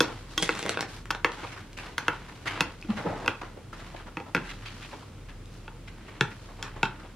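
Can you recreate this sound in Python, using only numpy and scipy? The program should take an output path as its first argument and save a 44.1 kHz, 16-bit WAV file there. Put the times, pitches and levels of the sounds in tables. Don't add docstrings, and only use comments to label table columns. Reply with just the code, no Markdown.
import sys
import numpy as np
from scipy import signal
from scipy.fft import rfft, irfft, next_fast_len
from scipy.io import wavfile
from scipy.ndimage import map_coordinates

SR = 44100
rng = np.random.default_rng(int(sys.argv[2]) if len(sys.argv) > 2 else 0)


def transcribe(signal):
    frames = np.atleast_2d(signal).T
    limited = np.clip(frames, -1, 1)
    pcm = np.round(limited * 32767).astype(np.int16)
    wavfile.write(sys.argv[1], SR, pcm)


N = 315329
TIME_S = np.arange(N) / SR
AGE_S = TIME_S[:SR // 3]
TOP_HZ = 15900

# frequency in Hz, relative level in dB.
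AIR_COLOUR = [(26, -42), (45, -18), (65, -1), (139, -4), (406, -13), (494, -14.5), (662, -21.5),
              (1410, -24), (1760, -28), (2090, -27), (2250, -28), (2730, -28), (7450, -38), (13100, -46.5),
              (15500, -45)]
AIR_DB = -48.5
# frequency in Hz, rms level in dB, unsteadiness (ratio).
HUM_TONES = [(37.5, -49.5, 0.35), (100, -54.5, 0.6), (117, -58, 0.7), (13060, -87, .6)]

# time in s, level in dB before SLIDE_GAIN_DB.
SLIDE_PATH = [(2.965, -45), (2.984, -34), (3.032, -44), (3.07, -29), (3.13, -35), (3.206, -42),
              (3.254, -40), (3.28, -33.5), (3.318, -42), (3.36, -56)]
SLIDE_GAIN_DB = -2
# frequency in Hz, relative level in dB.
SLIDE_COLOUR = [(53, -26), (90, 3), (168, 2.5), (273, -2.5), (437, 1.5), (467, -2), (562, -1), (870, 0),
                (2230, -17.5), (3020, -45), (5000, -48), (6500, -40), (11000, -120)]
SLIDE_EDGES_HZ = [60, 300, 550, 850, 1300, 12000]

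# start in s, level in dB, resonance in Hz, length in s.
SCUFFS = [(0.02, -28, 990, 0.054), (0.068, -32.5, 1030, 0.079), (0.559, -33, 2400, 0.063),
          (0.71, -36, 2100, 0.043), (0.648, -37.5, 537, .04), (1.271, -37, 1000, 0.021),
          (1.371, -36, 1500, 0.11), (1.429, -31, 990, 0.045), (1.466, -36, 2100, 0.022),
          (1.517, -31.5, 2200, .03), (1.56, -33, 1400, 0.044), (1.768, -29.5, 2240, 0.068),
          (1.868, -36.5, 1190, 0.042), (2.281, -37, 1700, 0.035), (2.455, -24, 1500, .04),
          (2.47, -20, 2090, 0.023), (2.501, -32.5, 1680, 0.057), (2.887, -31.5, 890, 0.066),
          (2.966, -26, 1410, 0.053), (3.0473, -35.5, 504, .05), (3.413, -29.5, 1150, 0.012),
          (3.56, -48.5, 540, 0.047), (3.726, -32.5, 1390, 0.031), (3.799, -39, 1190, 0.051),
          (3.941, -37.5, 780, 0.017), (3.961, -36.5, 2400, 0.019), (3.99, -36.5, 1370, 0.045),
          (4.064, -36, 1120, .04), (4.261, -38.5, 1000, 0.05), (4.354, -32.5, 2300, .03),
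          (4.443, -36, 1750, 0.11), (4.488, -33, 3050, 0.046), (4.622, -38.5, 2030, 0.049),
          (4.652, -31.5, 2870, 0.059), (4.694, -39.5, 2300, 0.085), (4.815, -34.5, 2400, 0.065),
          (4.908, -39.5, 1690, .04), (4.927, -35, 860, 0.039), (5.022, -41.5, 1100, 0.022),
          (5.284, -39.5, 1900, 0.036), (5.874, -36.5, 2320, 0.026), (6.08, -37.5, 1380, 0.026),
          (6.304, -38, 1850, 0.037), (6.484, -42, 1000, 0.042), (6.587, -39, 910, 0.045),
          (6.628, -33, 1360, 0.1), (6.76, -38.5, 930, 0.025), (6.995, -38, 1400, 0.019),
          (7.03, -47.5, 710, 0.043)]
# frequency in Hz, relative level in dB.
SCUFF_COLOUR = [(76, 2), (130, 11), (146, -2), (175, -48), (255, 3.5), (318, 7), (351, 1), (718, -2.5),
                (948, -5), (2880, -11.5), (11100, -39.5), (13600, -42), (15000, -84)]
SCUFF_RISE_S, SCUFF_T60_S, SCUFF_RESONANCE_DB = .008, .4, 8
SCUFF_LOW_DB, SCUFF_TREBLE_DB = -11.5, -30.5
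THINNER_DB_PER_OCTAVE, BRIGHTER_DB_PER_OCTAVE = 14, 8

# start in s, length in s, level in dB, brightness in dB.
SWELLS = [(0.0, 0.36, -48.5, 6), (0.276, 0.69, -49, 10.5), (0.637, 0.17, -52, -8), (0.876, 0.17, -47, 9),
          (1.26, 0.49, -47, 4.5), (1.796, 0.18, -46.5, 3.5), (1.963, 0.44, -47.5, 1),
          (2.237, 0.86, -54.5, 5), (2.455, 0.32, -41.5, -6), (2.87, 0.67, -48, 4.5),
          (3.73, 0.3, -50.5, 4.5), (4.366, 0.39, -52, 6), (4.682, 0.49, -51.5, 8.5), (5.504, 0.18, -63, 14),
          (5.977, 0.47, -54, -1), (6.217, 0.64, -57, 8), (6.646, 0.61, -54.5, -6)]
SWELL_SKEW = .55
IDLE_DB = -64
RUB_LOW_DB, RUB_TREBLE_DB = -5, -13.5
RUB_LOW_CUT_DB_PER_BRIGHT_DB = 0.053

# start in s, frequency in Hz, peak in dB, length in s.
GLOOPS = [(2.882, 214.7, -20, 0.045), (3.05, 178, -28.5, 0.043)]
# start in s, frequency in Hz, typical level in dB.
POPS = [(2.8258, 2550, -34)]
SQUELCH_SPAN_S = (2.97, 3.26)
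SQUELCH_HZ, SQUELCH_LOG_SPREAD, SQUELCH_DB = 850, .55, -34

CRINKLE_SPAN_S = (.39, .755)
CRINKLE_DB = [-47, -44.5, -39.5]
CRINKLE_DULLS_DB_PER_S = 37
CREASE_HZ, CREASE_LOG_SPREAD, CREASE_CYCLES = 2600, .55, 18
# start in s, level in dB, crispness in dB, resonance in Hz.
SNAPS = [(0.4177, -33, 1, 3300), (0.4249, -20.5, 8.5, 2950), (0.427, -18.5, -4, 2950),
         (0.431, -18.5, 4, 2480), (0.525, -27, -8, 2000), (0.552, -28, -3, 2800), (0.592, -23.5, 0, 2980),
         (0.6276, -24, -2, 3530), (0.6539, -29, -3, 1700), (0.6628, -21.5, -4, 1100),
         (0.682, -27, -11, 2000), (0.6933, -16, 1.5, 3440), (0.7427, -31, -18, 900),
         (0.7725, -17.5, -18, 1460), (0.7921, -21.5, -16, 1380), (0.808, -19.5, 2.5, 2100),
         (0.8269, -23, -19, 1950), (1.056, -32.5, -6, 1820), (1.149, -23, -8.5, 1490),
         (1.319, -32.5, 0.5, 3480), (1.731, -42, 2.5, 4030), (1.776, -32, -1, 2200), (2.722, -55, 14, 4000),
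         (2.814, -51, 14, 5000), (2.904, -31, -11, 1300), (2.971, -34, -6, 1100), (5.457, -61, 20, 4000)]
# frequency in Hz, relative level in dB.
SNAP_COLOUR = [(76, -30.5), (130, -1), (282, -12), (454, -2), (637, -23.5), (1330, -2.5), (1790, 1.5),
               (3450, -6), (4460, -14.5), (9310, -20), (15000, -44)]
SNAP_LOW_CUT_DB_PER_CRISP_DB = 0.019

# start in s, length in s, frequency in Hz, level in dB.
DRAGS = [(4.176, 0.06, 850, -42.5), (1.365, 0.06, 860, -46)]
# start in s, peak in dB.
CLINKS = [(0.3776, -11)]
# frequency in Hz, relative level in dB.
CLINK_MODES = [(320, -11), (1110, -10), (1450, -8), (1954, -11), (2660, -9), (3090, -1), (3257, 0),
               (3500, -5), (3690, -10), (5010, -12), (5600, -14), (6400, -10), (8441, -27)]
# frequency in Hz, relative level in dB.
STEEL_MODES = [(3246, -6), (6500, -18)]
CLINK_T60_S, STEEL_T60_S = .085, .25

# start in s,
# level in dB, strongest resonance in Hz, next strongest in Hz, resonance with a node at the contact in Hz,
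# worktop thud in dB, weight of the blow in dB, hardness in dB.
KNOCKS = [(0.0048, -8.5, 1570, 3300, 2080, 6, 8.5, 10.5), (0.491, -11.5, 1310, 2120, 3180, -24, 4, -7.5),
          (1.1052, -13.5, 1160, 3120, 2040, -3.5, -5.5, -4),
          (1.1085, -17.5, 1460, 1030, 2560, -17, -13, 4.5), (1.2458, -7, 1160, 2230, 1450, -8, 0.5, -5.5),
          (1.9805, -15, 1530, 3130, 2570, -8, -8, 4), (2.0815, -8.5, 1320, 2690, 2450, -3.5, -1, -6.5),
          (2.6069, -9.5, 2730, 1830, 2240, 2.5, -1.5, 4.5), (2.8468, -42.5, 1490, 345, 2600, 26.5, 15, -8),
          (3.261, -24.5, 912, 2630, 1820, 2, 4, 2), (3.2785, -8.5, 2540, 1500, 1780, -8, -3.5, -6),
          (4.1699, -21.5, 940, 2600, 1550, 9.5, 2.5, -7.5), (4.201, -30.5, 830, 2420, 1490, -3, 10.5, -5),
          (4.348, -11.5, 1440, 2340, 3000, 5.5, 4, -4.5), (4.353, -20.5, 1490, 2500, 2010, 17.5, 6, -3),
          (4.3661, -20, 1800, 2260, 1310, -1, 3, -14), (4.3769, -24.5, 1470, 2750, 2100, 12, 7, -18),
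          (4.451, -43, 1950, 3350, 2600, -5, -11, -8), (5.679, -29, 840, 2600, 1980, 2.5, 0.5, -12),
          (6.2094, -8, 1770, 3400, 1180, 5.5, 1.5, 1.5), (6.6269, -23, 4540, 2950, 3830, -14, -23, 10.5),
          (6.8305, -7.5, 850, 2680, 1850, 1.5, -1.5, -2.5), (6.854, -21.5, 1490, 4020, 900, -6, -6, -3)]
SECOND_MUG_FROM_S = 5
# frequency in Hz, relative level in dB.
FIRST_MUG = [(160, -17), (205, -16.5), (330, 0), (490, 4), (800, -4.5), (920, -5), (1120, -6), (1310, -0.5),
             (1460, 4), (1640, 2.5), (1790, -1), (2020, -1), (2240, -1), (2560, 10.5), (2740, 12),
             (3150, 10.5), (3420, 8), (4350, -8.5), (4950, -9), (5550, -9.5), (6480, -9), (7540, -31)]
SECOND_MUG = [(140, 5), (195, 4.5), (370, 7), (460, 3.5), (885, -1.5), (1380, 8.5), (1510, 11), (1720, 6),
              (1900, 1.5), (2220, 5.5), (2640, 15), (3150, 16.5), (3430, 12.5), (3750, 9.5), (4100, 2),
              (5050, -6.5), (5700, -3), (7100, -3.5), (7900, -9)]
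# frequency in Hz, dB against the knock level.
FIRST_RIM = [(880, -26), (2240, -27), (2600, -44), (3300, -45)]
SECOND_RIM = [(890, -23), (1460, -34), (1590, -30), (1980, -33), (2680, -26), (3390, -26)]
FIRST_T60_S, SECOND_T60_S, RIM_T60_S = .023, .025, .13
# frequency in Hz, relative level in dB.
CRACK_COLOUR = [(250, -25), (620, -20), (1400, 2), (3500, 22), (7000, 5), (11000, 3), (15000, 4)]
BLOW_DB = [-27.5, -24, -22, -18, -17.5, -22.5]
BELLY_DB_PER_WEIGHT_DB, RIM_DB_PER_HARDNESS_DB = 0.11, 0.32
HOLLOW_HZ, HOLLOW_DB = 665, -36

KNOCK_EDGES_HZ = [100, 260, 650, 1200, 2100, 4200, 16000]
NOISE_EDGES_HZ = [130, 900, 4200, 16000]

# frequency in Hz, t60 in s.
ROOM_T60 = [(120, 0.36), (700, 0.3), (2000, 0.29), (5000, 0.2), (12000, 0.091)]
# delay in s, level in dB.
WALLS = [(.0063, -12), (.0098, -20), (.0135, -20), (.0165, -21)]
# frequency in Hz, side against mid in dB.
WIDTH = [(40, -65), (150, -17), (400, -8.5), (1400, -11.5), (3000, -5.5), (6000, -0.5), (12000, 9)]
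# frequency in Hz, phase in radians.
MUG_PHASE = [(1000, 0), (3500, .15), (6000, .8), (9000, 1.6), (14000, 2)]
PACKET_PHASE = [(500, 0), (1900, -.25), (3600, -.7), (7000, -1.5), (11000, -2.4)]
# frequency in Hz, gain in dB.
TAIL_COLOUR = [(150, 1), (400, -1.5), (900, 3), (1500, -3), (2600, -4.5), (6000, -1.5)]
ROOM_AIM = .4
# frequency in Hz, gain in dB.
MICROPHONE = [(15, -30), (32, 0), (11000, 0), (15900, -9)]


def amp(db):
    return 10 ** (np.asarray(db) / 20)


def unit(x):
    return x / np.sqrt(np.mean(x ** 2) + 1e-20)


def fade(t60_s, t_s=AGE_S):
    return np.exp(-np.log(1000) * t_s / np.maximum(t60_s, 1e-4))


def along(points, hz):
    point_hz, value = np.transpose(points)
    return np.interp(np.log(hz + 1), np.log(point_hz + 1), value)


def bump(hz, centre_hz, log_width):
    return np.exp(-(np.log((hz + 1) / centre_hz) / log_width) ** 2)


def wobble(rate_hz):
    knots = rng.standard_normal(int(N * rate_hz / SR) + 4)
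    return map_coordinates(knots, [TIME_S * rate_hz])


def filtered(x, response):
    n = x.shape[-1]
    padded = next_fast_len(n + SR // 8)
    spectrum = rfft(x, padded) * response(np.fft.rfftfreq(padded, 1 / SR))
    return irfft(spectrum, padded)[..., :n]


def noise(colour, size=N):
    return unit(filtered(rng.standard_normal(size), lambda hz: amp(along(colour, hz))))


def chance_colour(colour, depth_db, count=45):
    hz = np.geomspace(NOISE_EDGES_HZ[0], NOISE_EDGES_HZ[-1], count)
    return np.column_stack([hz, along(colour, hz) + depth_db * rng.standard_normal(count)])


def bands(x, edges_hz):
    filters = [signal.butter(3, pair, "band", fs=SR, output="sos") for pair in zip(edges_hz, edges_hz[1:])]
    return [signal.sosfilt(sos, x) for sos in filters]


def voiced(x, edges_hz, levels_db):
    early = AGE_S < .03
    parts = bands(x, edges_hz)
    return sum(amp(db) * part / np.sqrt(np.mean(part[early] ** 2)) for db, part in zip(levels_db, parts))


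def add(track, start_s, sound):
    start = max(round(start_s * SR), 0)
    track[start:start + len(sound)] += sound[:N - start]


def ring(modes, t60_s, scatter_db):
    hz, db = np.transpose(modes)
    chance = rng.standard_normal((len(hz), 2))
    db = db + scatter_db * chance[:, 0]
    hz = hz[:, None] * (1 + .008 * chance[:, 1:])
    life_s = t60_s * (1000 / hz) ** .4
    sign = (-1) ** np.arange(len(hz))
    return (sign * amp(db)) @ (np.sin(2 * np.pi * hz * AGE_S) * fade(life_s))


def struck(x):
    cepstrum = irfft(np.log(np.abs(rfft(x)) + 1e-6), len(x))
    fold = np.where(AGE_S == 0, 1, 2 * (AGE_S < AGE_S[-1] / 2))
    return irfft(np.exp(rfft(cepstrum * fold)), len(x))


def diffuse(mid, side):
    side = filtered(side, lambda hz: amp(along(WIDTH, hz)))
    return np.array([mid + side, mid - side])


def room(x):
    hz, t_s, z = signal.stft(rng.standard_normal((2, SR // 2)), SR, nperseg=256)
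    build = 1 - np.exp(-t_s / .005)
    decay = fade(along(ROOM_T60, hz)[:, None], t_s)
    tail = signal.istft(z * decay * build, SR, nperseg=256)[1]
    tail = diffuse(*tail) / np.linalg.norm(tail[0])
    return signal.fftconvolve(x[None], tail, axes=1)[:, :x.size]


def reverberate(x, count=9):
    out = np.zeros((2, N + SR))
    for piece in np.array_split(np.arange(N), count):
        wet = room(np.pad(x[piece], (0, SR // 2)))
        out[:, piece[0]:piece[0] + wet.shape[1]] += wet
    return out[:, :N]


def nearby(x, phase, dull_hz=3500):
    def echoes(hz):
        copies = sum(amp(db) * np.exp(-2j * np.pi * hz * delay_s) for delay_s, db in WALLS)
        return copies / (1 + (hz / dull_hz) ** 2)

    def ports(hz):
        return np.exp(np.outer([.5j, -.5j], along(phase, hz)))

    return filtered(x, lambda hz: ports(hz) * (1 + echoes(hz)))


def air():
    return amp(AIR_DB) * diffuse(noise(AIR_COLOUR), noise(AIR_COLOUR))


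def hum():
    total = 0
    for hz, db, unsteady in HUM_TONES:
        swell = 1 + unsteady * wobble(6.9)
        phase = 2 * np.pi * hz * TIME_S + 2 * unsteady * wobble(10)
        total = total + amp(db) * unit(swell * np.sin(phase))
    return total


def slide():
    time_s, db = np.transpose(SLIDE_PATH)
    level = amp(np.interp(TIME_S, time_s, db, left=-120, right=-120) + SLIDE_GAIN_DB)
    parts = bands(noise(SLIDE_COLOUR), SLIDE_EDGES_HZ)
    lumps = sum(part * amp(1.8 * wobble(70)) for part in parts)
    return level * unit(lumps * amp(1.5 * wobble(120)))


def scuffs(tail_db=-4, middle_db=-12):
    track = np.zeros(N)
    for start_s, db, centre_hz, length_s in SCUFFS:
        swell = np.sin(np.pi * np.minimum(AGE_S / length_s, 1) ** SWELL_SKEW)
        linger = amp(tail_db) * (1 - np.exp(-AGE_S / SCUFF_RISE_S)) * fade(SCUFF_T60_S)
        grit = noise(chance_colour(SCUFF_COLOUR, depth_db=2.6, count=80), size=len(AGE_S))
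        resonant = filtered(grit, lambda hz: amp(SCUFF_RESONANCE_DB * bump(hz, centre_hz, 0.5)))
        scuff = np.hypot(swell, linger) * resonant
        octaves = np.log2(centre_hz / 1000)
        low_db = SCUFF_LOW_DB - THINNER_DB_PER_OCTAVE * octaves
        treble_db = SCUFF_TREBLE_DB + BRIGHTER_DB_PER_OCTAVE * octaves
        add(track, start_s, amp(db) * voiced(scuff, NOISE_EDGES_HZ, [low_db, middle_db, treble_db]))
    return track * amp(2.6 * wobble(400))


def rubbing():
    power = np.full((3, N), amp(IDLE_DB) ** 2)
    for start_s, length_s, db, bright_db in SWELLS:
        inside = (TIME_S > start_s) & (TIME_S < start_s + length_s)
        swell = np.sin(np.pi * ((TIME_S[inside] - start_s) / length_s) ** SWELL_SKEW)
        levels_db = [db - RUB_LOW_CUT_DB_PER_BRIGHT_DB * bright_db, db, db + bright_db]
        power[:, inside] += np.outer(amp(levels_db), swell) ** 2
    catches = amp(2.4 * wobble(300) + 1.4 * wobble(40))
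    parts = bands(noise(SCUFF_COLOUR) * catches, NOISE_EDGES_HZ)
    gains_db = [RUB_LOW_DB, 0, RUB_TREBLE_DB]
    return sum(amp(db) * np.sqrt(p) * unit(part) for db, p, part in zip(gains_db, power, parts))


def gloops(glide=.03):
    track = np.zeros(N)
    for start_s, hz, db, length_s in GLOOPS:
        progress = np.minimum(AGE_S / length_s, 1)
        phase = 2 * np.pi * np.cumsum(hz * (1 + glide * (progress - .5))) / SR
        add(track, start_s, amp(db) * np.sin(np.pi * progress) ** 2 * np.sin(phase))
    return track


def pops(t60_s=0.016):
    track = np.zeros(N)
    for start_s, hz, db in POPS:
        add(track, start_s, ring([(hz, db)], t60_s, scatter_db=3))
    return track


def squelch(count=90, cycles=9, rise=.15, spread_db=4):
    track = np.zeros(N)
    starts_s = rng.uniform(*SQUELCH_SPAN_S, count)
    for start_s, (size, pitch) in zip(starts_s, rng.standard_normal((count, 2))):
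        hz = SQUELCH_HZ * np.exp(SQUELCH_LOG_SPREAD * pitch)
        life_s = cycles / hz
        phase = 2 * np.pi * np.cumsum(hz * (1 + rise * np.minimum(AGE_S / life_s, 1))) / SR
        shape = fade(life_s) * (1 - fade(life_s / 10))
        add(track, start_s, amp(SQUELCH_DB + spread_db * size) * np.sin(phase) * shape)
    return track


def crinkle(count=150, spread_db=4.5):
    track = np.zeros(N)
    starts_s = rng.uniform(*CRINKLE_SPAN_S, count)
    for start_s, (size, pitch) in zip(starts_s, rng.standard_normal((count, 2))):
        hz = min(CREASE_HZ * np.exp(CREASE_LOG_SPREAD * pitch), TOP_HZ)
        tone = np.sin(2 * np.pi * hz * AGE_S) * fade(CREASE_CYCLES / hz)
        hiss = .7 * rng.standard_normal(len(AGE_S)) * fade(.006)
        add(track, start_s, amp(spread_db * size) * (tone + hiss))
    parts = bands(filtered(track, lambda hz: amp(along(SNAP_COLOUR, hz))), NOISE_EDGES_HZ)
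    start_s, end_s = CRINKLE_SPAN_S
    held = (TIME_S > start_s) & (TIME_S < end_s)
    low, middle, treble = [amp(db) * part / np.std(part[held]) for db, part in zip(CRINKLE_DB, parts)]
    return low + middle + treble * amp(-CRINKLE_DULLS_DB_PER_S * np.maximum(TIME_S - start_s, 0))


def snaps(low_db=-18, middle_db=-16, treble_db=-20, resonance_db=7):
    track = np.zeros(N)
    for start_s, db, crisp_db, centre_hz in SNAPS:
        crackle = .014 * fade(.07) * rng.exponential(size=len(AGE_S))
        burst = noise(chance_colour(SNAP_COLOUR, depth_db=2), size=len(AGE_S)) * (fade(.01) + crackle)
        burst = filtered(burst, lambda hz: amp(resonance_db * bump(hz, centre_hz, 0.2)))
        levels_db = [low_db - SNAP_LOW_CUT_DB_PER_CRISP_DB * crisp_db, middle_db, treble_db + crisp_db]
        add(track, start_s, amp(db) * voiced(burst, NOISE_EDGES_HZ, levels_db))
    return track


def drags():
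    track = np.zeros(N)
    for start_s, length_s, mode_hz, db in DRAGS:
        tone = unit(filtered(rng.standard_normal(len(AGE_S)), lambda hz: bump(hz, mode_hz, .08)))
        add(track, start_s, amp(db) * tone * np.sin(np.pi * np.minimum(AGE_S / length_s, 1)))
    return track


def clinks():
    track = np.zeros(N)
    for start_s, db in CLINKS:
        strike = 1 + 3 * fade(0.007)
        mug = strike * ring(CLINK_MODES, CLINK_T60_S, scatter_db=1)
        contact = 0.6 * rng.standard_normal(len(AGE_S)) * fade(0.036)
        blow = mug + contact + ring(STEEL_MODES, STEEL_T60_S, scatter_db=1)
        add(track, start_s, amp(db) * blow / np.abs(blow).max())
    return track


def knocks(aim=1, crack_db=-2.5, favour_db=5, second_db=6, node_db=-16, focus_db=3):
    track = np.zeros(N)
    centres_hz = np.sqrt(np.multiply(KNOCK_EDGES_HZ[:-1], KNOCK_EDGES_HZ[1:]))
    for start_s, db, favoured_hz, second_hz, node_hz, thud_db, weight_db, hardness_db in KNOCKS:
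        if start_s < SECOND_MUG_FROM_S:
            mug, t60_s, rim = FIRST_MUG, FIRST_T60_S, FIRST_RIM
        else:
            mug, t60_s, rim = SECOND_MUG, SECOND_T60_S, SECOND_RIM

        def spot(hz):
            favoured = favour_db * bump(hz, favoured_hz, .11) + second_db * bump(hz, second_hz, .06)
            node = node_db * bump(hz, node_hz, .08)
            return amp(aim * (favoured + node) + HOLLOW_DB * bump(hz, HOLLOW_HZ, .14))

        crack = amp(crack_db) * filtered(noise(CRACK_COLOUR, size=len(AGE_S)), spot) * fade(0.025)
        blow = crack + struck(filtered(ring(mug, t60_s, scatter_db=1.5), spot))
        belly_db = BELLY_DB_PER_WEIGHT_DB * weight_db
        rim_db = RIM_DB_PER_HARDNESS_DB * hardness_db
        contact_db = np.array([thud_db, weight_db, belly_db, 0, rim_db, hardness_db])
        register_db = focus_db * np.exp(-(2 * np.log2(centres_hz / favoured_hz)) ** 2)
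        bell = aim * ring(rim, RIM_T60_S, scatter_db=2) * (1 - fade(.02))
        body = voiced(blow, KNOCK_EDGES_HZ, BLOW_DB + contact_db + register_db)
        add(track, start_s, amp(db) * (body + bell))
    return track


def scene():
    surrounding = diffuse(*[scuffs() + rubbing() + slide() for _ in range(2)])
    soup = gloops() + pops() + squelch()
    crackling = snaps() + crinkle()
    singing = clinks() + drags()
    close = nearby(knocks() + singing, MUG_PHASE) + nearby(crackling, PACKET_PHASE) + soup
    all_sides = knocks(aim=ROOM_AIM) + ROOM_AIM * singing
    radiated = filtered(all_sides, lambda hz: amp(along(TAIL_COLOUR, hz)))
    tail = reverberate(amp(-10.0) * radiated + amp(-8.5) * crackling + amp(-11.5) * soup)
    return air() + hum() + surrounding + tail + close


def record(dry):
    rounded = dry / (1 + np.abs(dry / .75) ** 4) ** .25
    return filtered(rounded, lambda hz: amp(along(MICROPHONE, hz)) * (hz < TOP_HZ))


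dry = scene()
out = record(dry)
transcribe(out)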